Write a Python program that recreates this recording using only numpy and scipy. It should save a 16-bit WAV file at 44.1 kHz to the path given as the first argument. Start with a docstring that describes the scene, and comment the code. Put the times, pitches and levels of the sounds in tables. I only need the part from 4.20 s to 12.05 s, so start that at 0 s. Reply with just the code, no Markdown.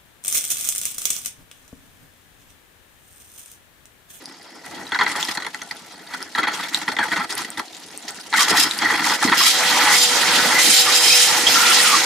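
"""Blowing out a camper tap

Compressed air clears a bathroom tap in a small camper. Slugs of water pop and gurgle out of the spout,
trapped air sings in it, drops tick on the enamel basin and the drain glugs. Then air rushes out with
a hissing, whistling spray while the compressor motor hums. Gurgle and spray are shaped noise;
drops and pops are short, fading tones."""
import sys
import numpy as np
from scipy import signal
from scipy.fft import rfft, irfft, next_fast_len
from scipy.io import wavfile

SR = 44100
rng = np.random.default_rng(int(sys.argv[2]) if len(sys.argv) > 2 else 0)


def unload_wav(signal):
    """Save mono or channel-first audio to the path in sys.argv[1] as 16-bit WAV at rate SR, clipped to [-1, 1]."""
    wavfile.write(
        sys.argv[1],
        SR,
        np.round(np.clip(np.atleast_2d(signal).T, -1, 1) * 32767).astype(np.int16),
    )


N = 346185

# Stereo width of the room. 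Each row: frequency in Hz, gain in dB of the left-minus-right sound.
WIDTH_SPECTRUM = [(120, -14), (550, -8.5), (4970, -4), (15000, -3)]
# Stereo balance. Each row: time in seconds, left minus right in dB.
BALANCE = [(0, 0.5), (4.5, 0.1), (6, -1.64)]
# The compressor's hum. Each row: pitch in Hz, level in dB.
MOTOR_TONES = [(490.5, -34.5), (576, -38.5), (759, -34.5)]
# Tone colours of three noises. Each row: frequency in Hz, relative level in dB.
DRAIN_SPECTRUM = [(60, -46), (90, -9), (150, -17), (200, 2.5), (420, -3), (650, -7.5), (900, 6)]
SPRAY_SPECTRUM = [(530, -53), (1000, -24), (1800, 0.5), (2700, 1), (5160, 4), (10600, -1.5), (16000, -18.5)]
GURGLE_SPECTRUM = [(320, -57), (550, -36), (863, -4.5), (1000, -5.5), (1960, -4.5), (2560, -19.5),
                   (6000, -19)]
# The air column above the drain trap. Each row: pitch in Hz, width in Hz, gain in dB.
TRAP_RESONANCE = [(315.2, 17.3, 3)]
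# Glugs in the trap. Each row: start in seconds, length in seconds, level in dB.
TRAP_GLUGS = [(.46, 0.21, -47.5), (2.66, 0.095, -51), (4.3, 0.041, -33), (5.055, 0.027, -28.5),
              (6.04, 0.33, -38.5), (6.44, 0.055, -32.5), (7.26, 0.043, -31)]
# Big bubbles swallowed by the trap. Each row: start in seconds, level in dB, pitch in Hz.
TRAP_GULPS = [(5.049, -2, 272), (5.115, -8.5, 286)]
# Foam bursting by the drain. Each row: start in seconds, end in seconds.
FOAM_TIMES = [(.03, .4)]
# Drops on the basin. Each row: start in seconds, level in dB, pitch in Hz.
BASIN_DROPS = [(0.0574, -17, 4870), (1.01, -13, 7240), (1.028, -4.5, 3400), (1.051, -11.5, 5000),
               (2.0273, -12.5, 5170), (2.546, 2.5, 3900), (3.106, -13, 8800), (3.153, -9, 9250),
               (3.179, -10, 11000), (3.3036, -11.5, 8240), (3.776, -11.5, 8500), (3.885, -16.5, 5130),
               (3.907, -15.5, 8250), (4.5113, -3.5, 3830), (4.589, -6, 4800)]
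# Air pockets in the spout. Each row: start and end in seconds, first and last pitch in Hz, level in dB.
AIR_POCKETS = [(0.746, 0.764, 1970, 1310, -20), (2.776, 2.852, 2000, 1390, -20),
               (4.148, 4.192, 2100, 1890, -12), (4.18, 4.237, 1252, 1052, -17.5),
               (4.63, 4.739, 1955, 1990, -20), (5.193, 5.295, 1063, 1370, -18),
               (5.553, 5.633, 872, 882, -24.5), (5.658, 5.8, 1940, 2170, -20.5),
               (6.331, 6.448, 1966, 2080, -17.5), (7.264, 7.293, 3150, 3440, -14),
               (6.892, 6.95, 2384, 2660, -21.5), (6.653, 6.726, 1250, 1110, -25),
               (7.324, 7.554, 1370, 1363, -21), (7.625, 7.783, 1410, 1116, -19)]
# Whistles of the aerator, the mesh in the spout. Each row: pitch in Hz, relative level in dB.
WHISTLES = [(3200, -12), (3740, -17), (4010, -14), (5100, -8), (7320, -13)]
# Ringing of spout and basin. Each row: pitch in Hz, width in Hz, gain in dB.
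SPOUT_RESONANCES = [(855, 60, 9), (1360, 70, 5), (1480, 40, 3), (1950, 230, 8), (3310, 90, 11),
                    (4330, 110, 11)]
# A trickle, later driven by the air. Each row: time in seconds, gurgle in dB, spray in dB.
STREAM_LEVELS = [(0, -48.5, -51), (.44, -46, -53.5), (.7, -42, -45), (1.85, -48, -49), (2.6, -46, -45),
                 (3.44, -49.5, -46.5), (4.12, -43.5, -43.5), (4.14, -33, -29), (5.0, -26, -34),
                 (5.3, -58, -21), (5.68, -12, -20), (5.9, -19, -20.5), (6.36, -17.5, -19.5),
                 (7.05, -17, -16.5), (7.255, -23, -21.5), (7.28, -18, -16.5), (7.75, -20.5, -16),
                 (7.85, -21, -20.5)]
# Water filling the spout. Each row: start in seconds, length in seconds, gurgle in dB.
WATER_SURGES = [(0.428, 0.2, -42), (1.877, 0.19, -40), (2.85, 0.2, -29), (4.163, 0.097, -16),
                (4.26, 0.22, -15), (4.595, 0.15, -19.5), (4.75, 0.081, -21.5), (5.013, 0.082, -17.5),
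                (5.094, 0.54, -19)]
# Air breaking through the water. Each row: start in seconds, length in seconds, spray in dB.
AIR_BURSTS = [(4.16, 0.072, -17.5), (4.28, 0.03, -21), (4.36, 0.08, -16), (4.83, 0.12, -26),
              (5.025, 0.026, -20.5), (5.165, 0.15, -17.5), (5.7, 0.16, -18), (6.381, 0.068, -17),
              (6.45, 0.17, -15.5), (6.72, 0.06, -16), (6.805, 0.23, -17.5), (7.266, 0.021, -19)]
# Slugs of water leaving the spout. Each row: start in seconds, level in dB, seconds to fade by 60 dB.
WATER_SLUGS = [(0.72, -6, 0.06), (0.746, -7, 0.08), (0.789, -5.5, 0.095), (0.81, -7, 0.1),
               (0.832, -16, 0.08), (0.864, -6, 0.074), (0.872, -14.5, 0.27), (0.914, -17, 0.17),
               (0.953, -14.5, 0.24), (0.993, -26, 0.59), (1.085, -13, 0.07), (1.109, -21, 0.12),
               (1.15, -19, 0.056), (1.173, -9, 0.025), (1.201, -18, 0.042), (1.222, -14, 0.038),
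               (1.247, -18.5, 0.035), (1.265, -13, 0.025), (1.345, -16, 0.033), (1.416, -19, 0.052),
               (1.51, -13, 0.045), (1.937, -15.5, 0.074), (2.15, -6.5, 0.12), (2.179, -11.5, 0.2),
               (2.231, -8.5, 0.088), (2.27, -7, 0.21), (2.328, -27, 0.44), (2.392, -14.5, 0.22),
               (2.43, -16, 0.11), (2.482, -27, 0.13), (2.519, -19.5, 0.45), (2.615, -16.5, 0.055),
               (2.631, -21, 0.037), (2.679, -9.5, 0.068), (2.717, -15.5, 0.082), (2.766, -9.5, 0.026),
               (2.787, -5, 0.095), (2.826, -13, 0.24), (2.917, -10, 0.15), (2.961, -10, 0.18),
               (3.093, -18, 0.27), (3.164, -19.5, 0.47), (3.247, -17, 0.026), (3.373, -14, 0.086),
               (3.394, -14, 0.043), (3.879, -21, 0.12), (4.127, -7, 0.034), (4.139, -1.5, 0.052),
               (4.699, -14, 0.069), (4.843, -2.5, 0.21), (4.897, -6, 0.12), (5.075, -7, 0.11),
               (5.12, -2, 0.18)]

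TIME = np.arange(N) / SR
TICK_SAMPLES = 1000


def from_db(db):
    """Turn decibels into a gain."""
    return 10 ** (np.asarray(db) / 20)


def rms_one(x):
    """Scale a signal to an average (rms) level of 1."""
    return x / np.sqrt(np.mean(x ** 2) + 1e-20)


def in_time(rows):
    """Draw each column of a timed table as a curve."""
    times, *columns = np.transpose(rows)
    return [np.interp(TIME, times, column) for column in columns]


def at_hz(spectrum, hz):
    """Read a spectrum's dB at any frequency."""
    points_hz, points_db = np.transpose(spectrum)
    return np.interp(np.log(hz), np.log(points_hz), points_db)


def filtered(x, hz, kind="low"):
    """Keep the lows, the highs or one band."""
    return signal.sosfilt(signal.butter(2, hz, kind, fs=SR, output="sos"), x)


def lagged(x, seconds):
    """Follow a curve smoothly and a little late."""
    r = np.exp(-1 / (seconds * SR))
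    return signal.lfilter([1 - r], [1, -r], x)


def drift(rate_hz):
    """A smooth random wobble, about 1 in size."""
    r = np.exp(-40 * np.pi * rate_hz / SR)
    slow = signal.lfilter([1], [1, -2 * r, r * r], rng.standard_normal(N // 20 + 2002))[2000:]
    return np.interp(np.arange(N) / 20, np.arange(len(slow)), rms_one(slow))


def swells(rows, rise_share, fall_s):
    """One gain curve per row: it swells, holds, then drops away."""
    curves = []
    for start, length, db in rows:
        rise = 1 - np.exp(-np.maximum(TIME - start, 0) / (rise_share * length))
        fall = np.exp(-np.maximum(TIME - start - length, 0) / fall_s)
        curves.append(from_db(db) * rise * fall)
    return np.array(curves)


def resonances(x, modes):
    """A hollow space rings at its own pitches, added with alternating signs."""
    out = 0
    for k, (hz, width, db) in enumerate(modes):
        r = np.exp(-np.pi * width / SR)
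        feedback = [1, -2 * r * np.cos(2 * np.pi * hz / SR), r * r]
        ring = signal.lfilter([(1 - r * r) / 2, 0, (r * r - 1) / 2], feedback, x)
        out = out + (-1) ** k * from_db(db) * ring
    return out


def turbulence(spectrum, flicker_db, channels=1):
    """Churning flow: half-octave bands of noise, each flickering on its own."""
    out = 0
    edges = 40 * 2 ** np.arange(0, 9.1, .5)
    white = rng.standard_normal((2, channels, N))
    for k, (low, high) in enumerate(zip(edges, np.minimum(edges[1:], 19000))):
        if high > spectrum[0][0] and low < spectrum[-1][0]:
            band_db = at_hz(spectrum, np.sqrt(low * high)) + flicker_db * drift(22)
            out = out + filtered(white[k % 2], [low, high], "band") * from_db(band_db)
    return rms_one(out)


def rough_tone(hz, width_hz):
    """A breathy tone: narrow noise around a moving pitch."""
    phase = 2 * np.pi * np.cumsum(hz) / SR
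    rough = filtered(rng.standard_normal((2, len(hz) + 4000)), width_hz)[:, 4000:]
    return rms_one(rough[0] * np.sin(phase) + rough[1] * np.cos(phase))


def add_tick(out, start_s, gain, hz, cycles, swell_cycles=1):
    """Add a bubble that swells into sound and fades by 60 dB over the given cycles."""
    turns = np.arange(TICK_SAMPLES) / SR * hz
    shape = np.minimum(turns / swell_cycles, 1) * from_db(-60 * turns / cycles)
    tick = gain * shape * np.sin(2 * np.pi * turns)
    i = int(start_s * SR)
    out[i:i + TICK_SAMPLES] += tick[:N - i]


def bathroom(centred, wide, fade_s=.09, echo_db=-14):
    """Close walls give dense, short echoes. Left and right share the mid; the side sets them apart."""
    t = np.arange(int(.3 * SR)) / SR
    echoes = rng.standard_normal((2, len(t))) * from_db(-60 * t / fade_s) * (t > .003)
    direct = centred + wide[0]
    mid, side = [signal.fftconvolve(direct, echo / np.linalg.norm(echo))[:N] for echo in echoes]
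    size = next_fast_len(N)
    hz = np.maximum(np.arange(size // 2 + 1) * SR / size, 10)
    width = from_db(at_hz(WIDTH_SPECTRUM, hz))
    side = irfft(rfft(0.58 * side + wide[1], size) * width, size)[:N]
    return direct + from_db(echo_db) * mid + side * np.array([[1], [-1]])


def motor(on_s=5.26, rise_s=0.1):
    """The pipes carry the compressor's wavering tones."""
    hum = 0
    for hz, db in MOTOR_TONES:
        gain = from_db(db + 2.5 * drift(12))
        wobbly_time = TIME + np.cumsum(.007 * drift(14)) / SR
        hum = hum + gain * np.sin(2 * np.pi * hz * wobbly_time)
    return hum * np.clip((TIME - on_s) / rise_s, 0, 1)


def drain(gurgle_gain, rest_db=-54, runoff_db=-38):
    """The waste pipe gurgles low, swells after each rush of water, and glugs."""
    slosh = turbulence(DRAIN_SPECTRUM, flicker_db=3.5, channels=2)
    runoff = (lagged(gurgle_gain, seconds=0.0044) / from_db(-25)) ** 0.74
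    glugs = swells(TRAP_GLUGS, rise_share=0.058, fall_s=0.012).sum(axis=0)
    gain = from_db(rest_db) + from_db(runoff_db) * runoff + glugs
    return gain * rms_one(slosh + resonances(slosh, TRAP_RESONANCE))


def bubbles(fizz_per_s=300, fizz_db=-48, fizz_hz=4920):
    """Tiny foam bubbles burst with a high fizz; big ones gulp low in the trap."""
    out = np.zeros(N)
    for start, end in FOAM_TIMES:
        for when, pitch, size in rng.random((int(fizz_per_s * (end - start)), 3)):
            hz = fizz_hz * 2 ** (.25 * (pitch - .5))
            add_tick(out, start + when * (end - start), from_db(fizz_db + 4.4 * size ** 2), hz, cycles=110)
    for start, db, hz in TRAP_GULPS:
        add_tick(out, start, from_db(db), hz, cycles=8.8)
    return out


def drops(spray_gain, small_count=1600):
    """Big drops tick on the enamel; small random ones grow louder with the spray, up to a limit."""
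    out = np.zeros(N)
    for start, db, hz in BASIN_DROPS:
        add_tick(out, start, from_db(db), hz, cycles=28)
        add_tick(out, start, from_db(db - 7), 1.9 * hz, cycles=35)
    strength = np.minimum(spray_gain, from_db(-34))
    for when, pitch, size, ring in rng.random((small_count, 4)):
        gain = strength[int(when * N)] * from_db(2 + 16 * size ** 2)
        add_tick(out, when * N / SR, gain, hz=3500 * 2 ** (1.7 * pitch), cycles=14 + 60 * ring ** 2)
    return out


def air_pockets(width_hz=70, flutter_db=3.5):
    """A pocket's tone slides as it shrinks or grows, and flutters as water crosses it."""
    out = np.zeros(N)
    for start, end, first_hz, last_hz, db in AIR_POCKETS:
        i, size = int(start * SR), int((end - start) * SR)
        tone = rough_tone(np.linspace(first_hz, last_hz, size), width_hz)
        out[i:i + size] += from_db(db) * tone * signal.windows.tukey(size, .5)
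    flutter = from_db(flutter_db * np.clip(drift(35), -3, 1.5))
    return out * rms_one(flutter)


def pops():
    """The film of water across the spout breaks as each slug leaves: a short double ring."""
    out = np.zeros(N)
    for start, db, fade_s in WATER_SLUGS:
        low, high = rng.random(2)
        gain = from_db(db) * min(0.15 / fade_s, 1)   # short slugs pop hardest
        add_tick(out, start, gain, hz=1950 * 2 ** (.15 * (low - .5)), cycles=36, swell_cycles=4)
        add_tick(out, start, gain * from_db(-8), hz=3300 * 2 ** (.4 * high), cycles=50)
    return out


def slug_gains():
    """Each slug bursts out, holds a moment and drains away; its spray dies twice as fast as its gurgle."""
    out = np.zeros((2, N))
    t = np.arange(int(SR * .3)) / SR
    for start, db, fade_s in WATER_SLUGS:
        rise = 1 - np.exp(-t / (0.014 * fade_s))   # long slugs start more gently
        shape = rise * from_db(-11 - 60 * (t / max(fade_s, .03)) ** 1.378)
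        spit_db = -10 - 0.24 * (db + 14)   # big slugs stay whole and spit less
        i = int(start * SR)
        out[0, i:i + len(t)] += from_db(db) * shape
        out[1, i:i + len(t)] += from_db(spit_db) * shape ** 2
    return out


def flow(steady_from_s=5.3):
    """Stream, surges, air and slugs set the gurgle and spray gains, and how wet the spout is (0 to 1)."""
    tearing = np.where(TIME < steady_from_s, 1, 0.25)   # water tears into lumps, less once the jet holds
    lumps = from_db(tearing * np.clip([3.33 * drift(62), 2.8 * drift(78)], -8, 4.5))
    water, mist = from_db(in_time(STREAM_LEVELS))
    surges = swells(WATER_SURGES, rise_share=0.073, fall_s=0.0048)
    splash_db = [-42 + 0.41 * (db + 30) - db for _, _, db in WATER_SURGES]   # relative to each surge
    splash = from_db(splash_db) @ surges
    air = swells(AIR_BURSTS, rise_share=0.09, fall_s=0.01).sum(axis=0)
    wet = from_db(-13 * lagged(air, seconds=0.04) / from_db(-14))   # blowing air dries the spout
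    gurgle_gain = np.hypot(water, surges.sum(axis=0)) * wet
    spray_gain = np.sqrt(mist ** 2 + air ** 2 + splash ** 2)
    return np.hypot([gurgle_gain, spray_gain], slug_gains()) * lumps, wet


def gurgle(gain, ring_db=13, level_db=-2):
    """Air and water churn in the spout and set it ringing with a hollow sound."""
    churn = turbulence(GURGLE_SPECTRUM, flicker_db=2.5)[0]
    steady_level = np.std(churn + from_db(ring_db) * resonances(churn, SPOUT_RESONANCES))
    ringing = from_db(ring_db) * resonances(gain * churn, SPOUT_RESONANCES)
    return from_db(level_db) * (gain * churn + ringing) / steady_level


def spray(gain, wet, thin_below_hz=2400):
    """Air hisses through the aerator and scatters over the basin; whistles grow as the spout dries."""
    hiss = turbulence(SPRAY_SPECTRUM, flicker_db=2, channels=2)
    for hz, db in WHISTLES:
        pitch = hz * (1 + .012 * drift(1.5))
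        strength = from_db(db + 3 * drift(4)) * (1.35 - wet)
        hiss = hiss + strength * np.array([rough_tone(pitch, width_hz=75) for _ in range(2)])
    hiss = rms_one(hiss)
    body = filtered(hiss, thin_below_hz) * wet ** .75   # a dry spout sounds thinner
    hiss = filtered(hiss, thin_below_hz, "high") - body
    dull = filtered(hiss, 7000)
    brightness = np.clip(gain / from_db(-9.5), .3, 1.2) ** 0.25   # louder spray is brighter
    return gain * (dull + brightness * (hiss - dull))


def scene():
    """Tap, drops, drain and motor sound together in the little room."""
    (gurgle_gain, spray_gain), wet = flow()
    tap = pops() + gurgle(gurgle_gain) + air_pockets()
    centred = tap + drops(spray_gain) + bubbles() + motor()
    wide = spray(spray_gain, wet) + drain(gurgle_gain)
    left_db = in_time(BALANCE)[0] / 2
    return bathroom(centred, wide) * from_db([left_db, -left_db])


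def record(dry, bass_hz=70, top_hz=16300):
    """Deep bass is removed, peaks are rounded and the highest treble is cut."""
    rounded = np.tanh(filtered(dry, bass_hz, "high"))
    return signal.sosfilt(signal.cheby2(12, 70, top_hz, fs=SR, output="sos"), rounded)


dry = scene()
out = record(dry)
unload_wav(out)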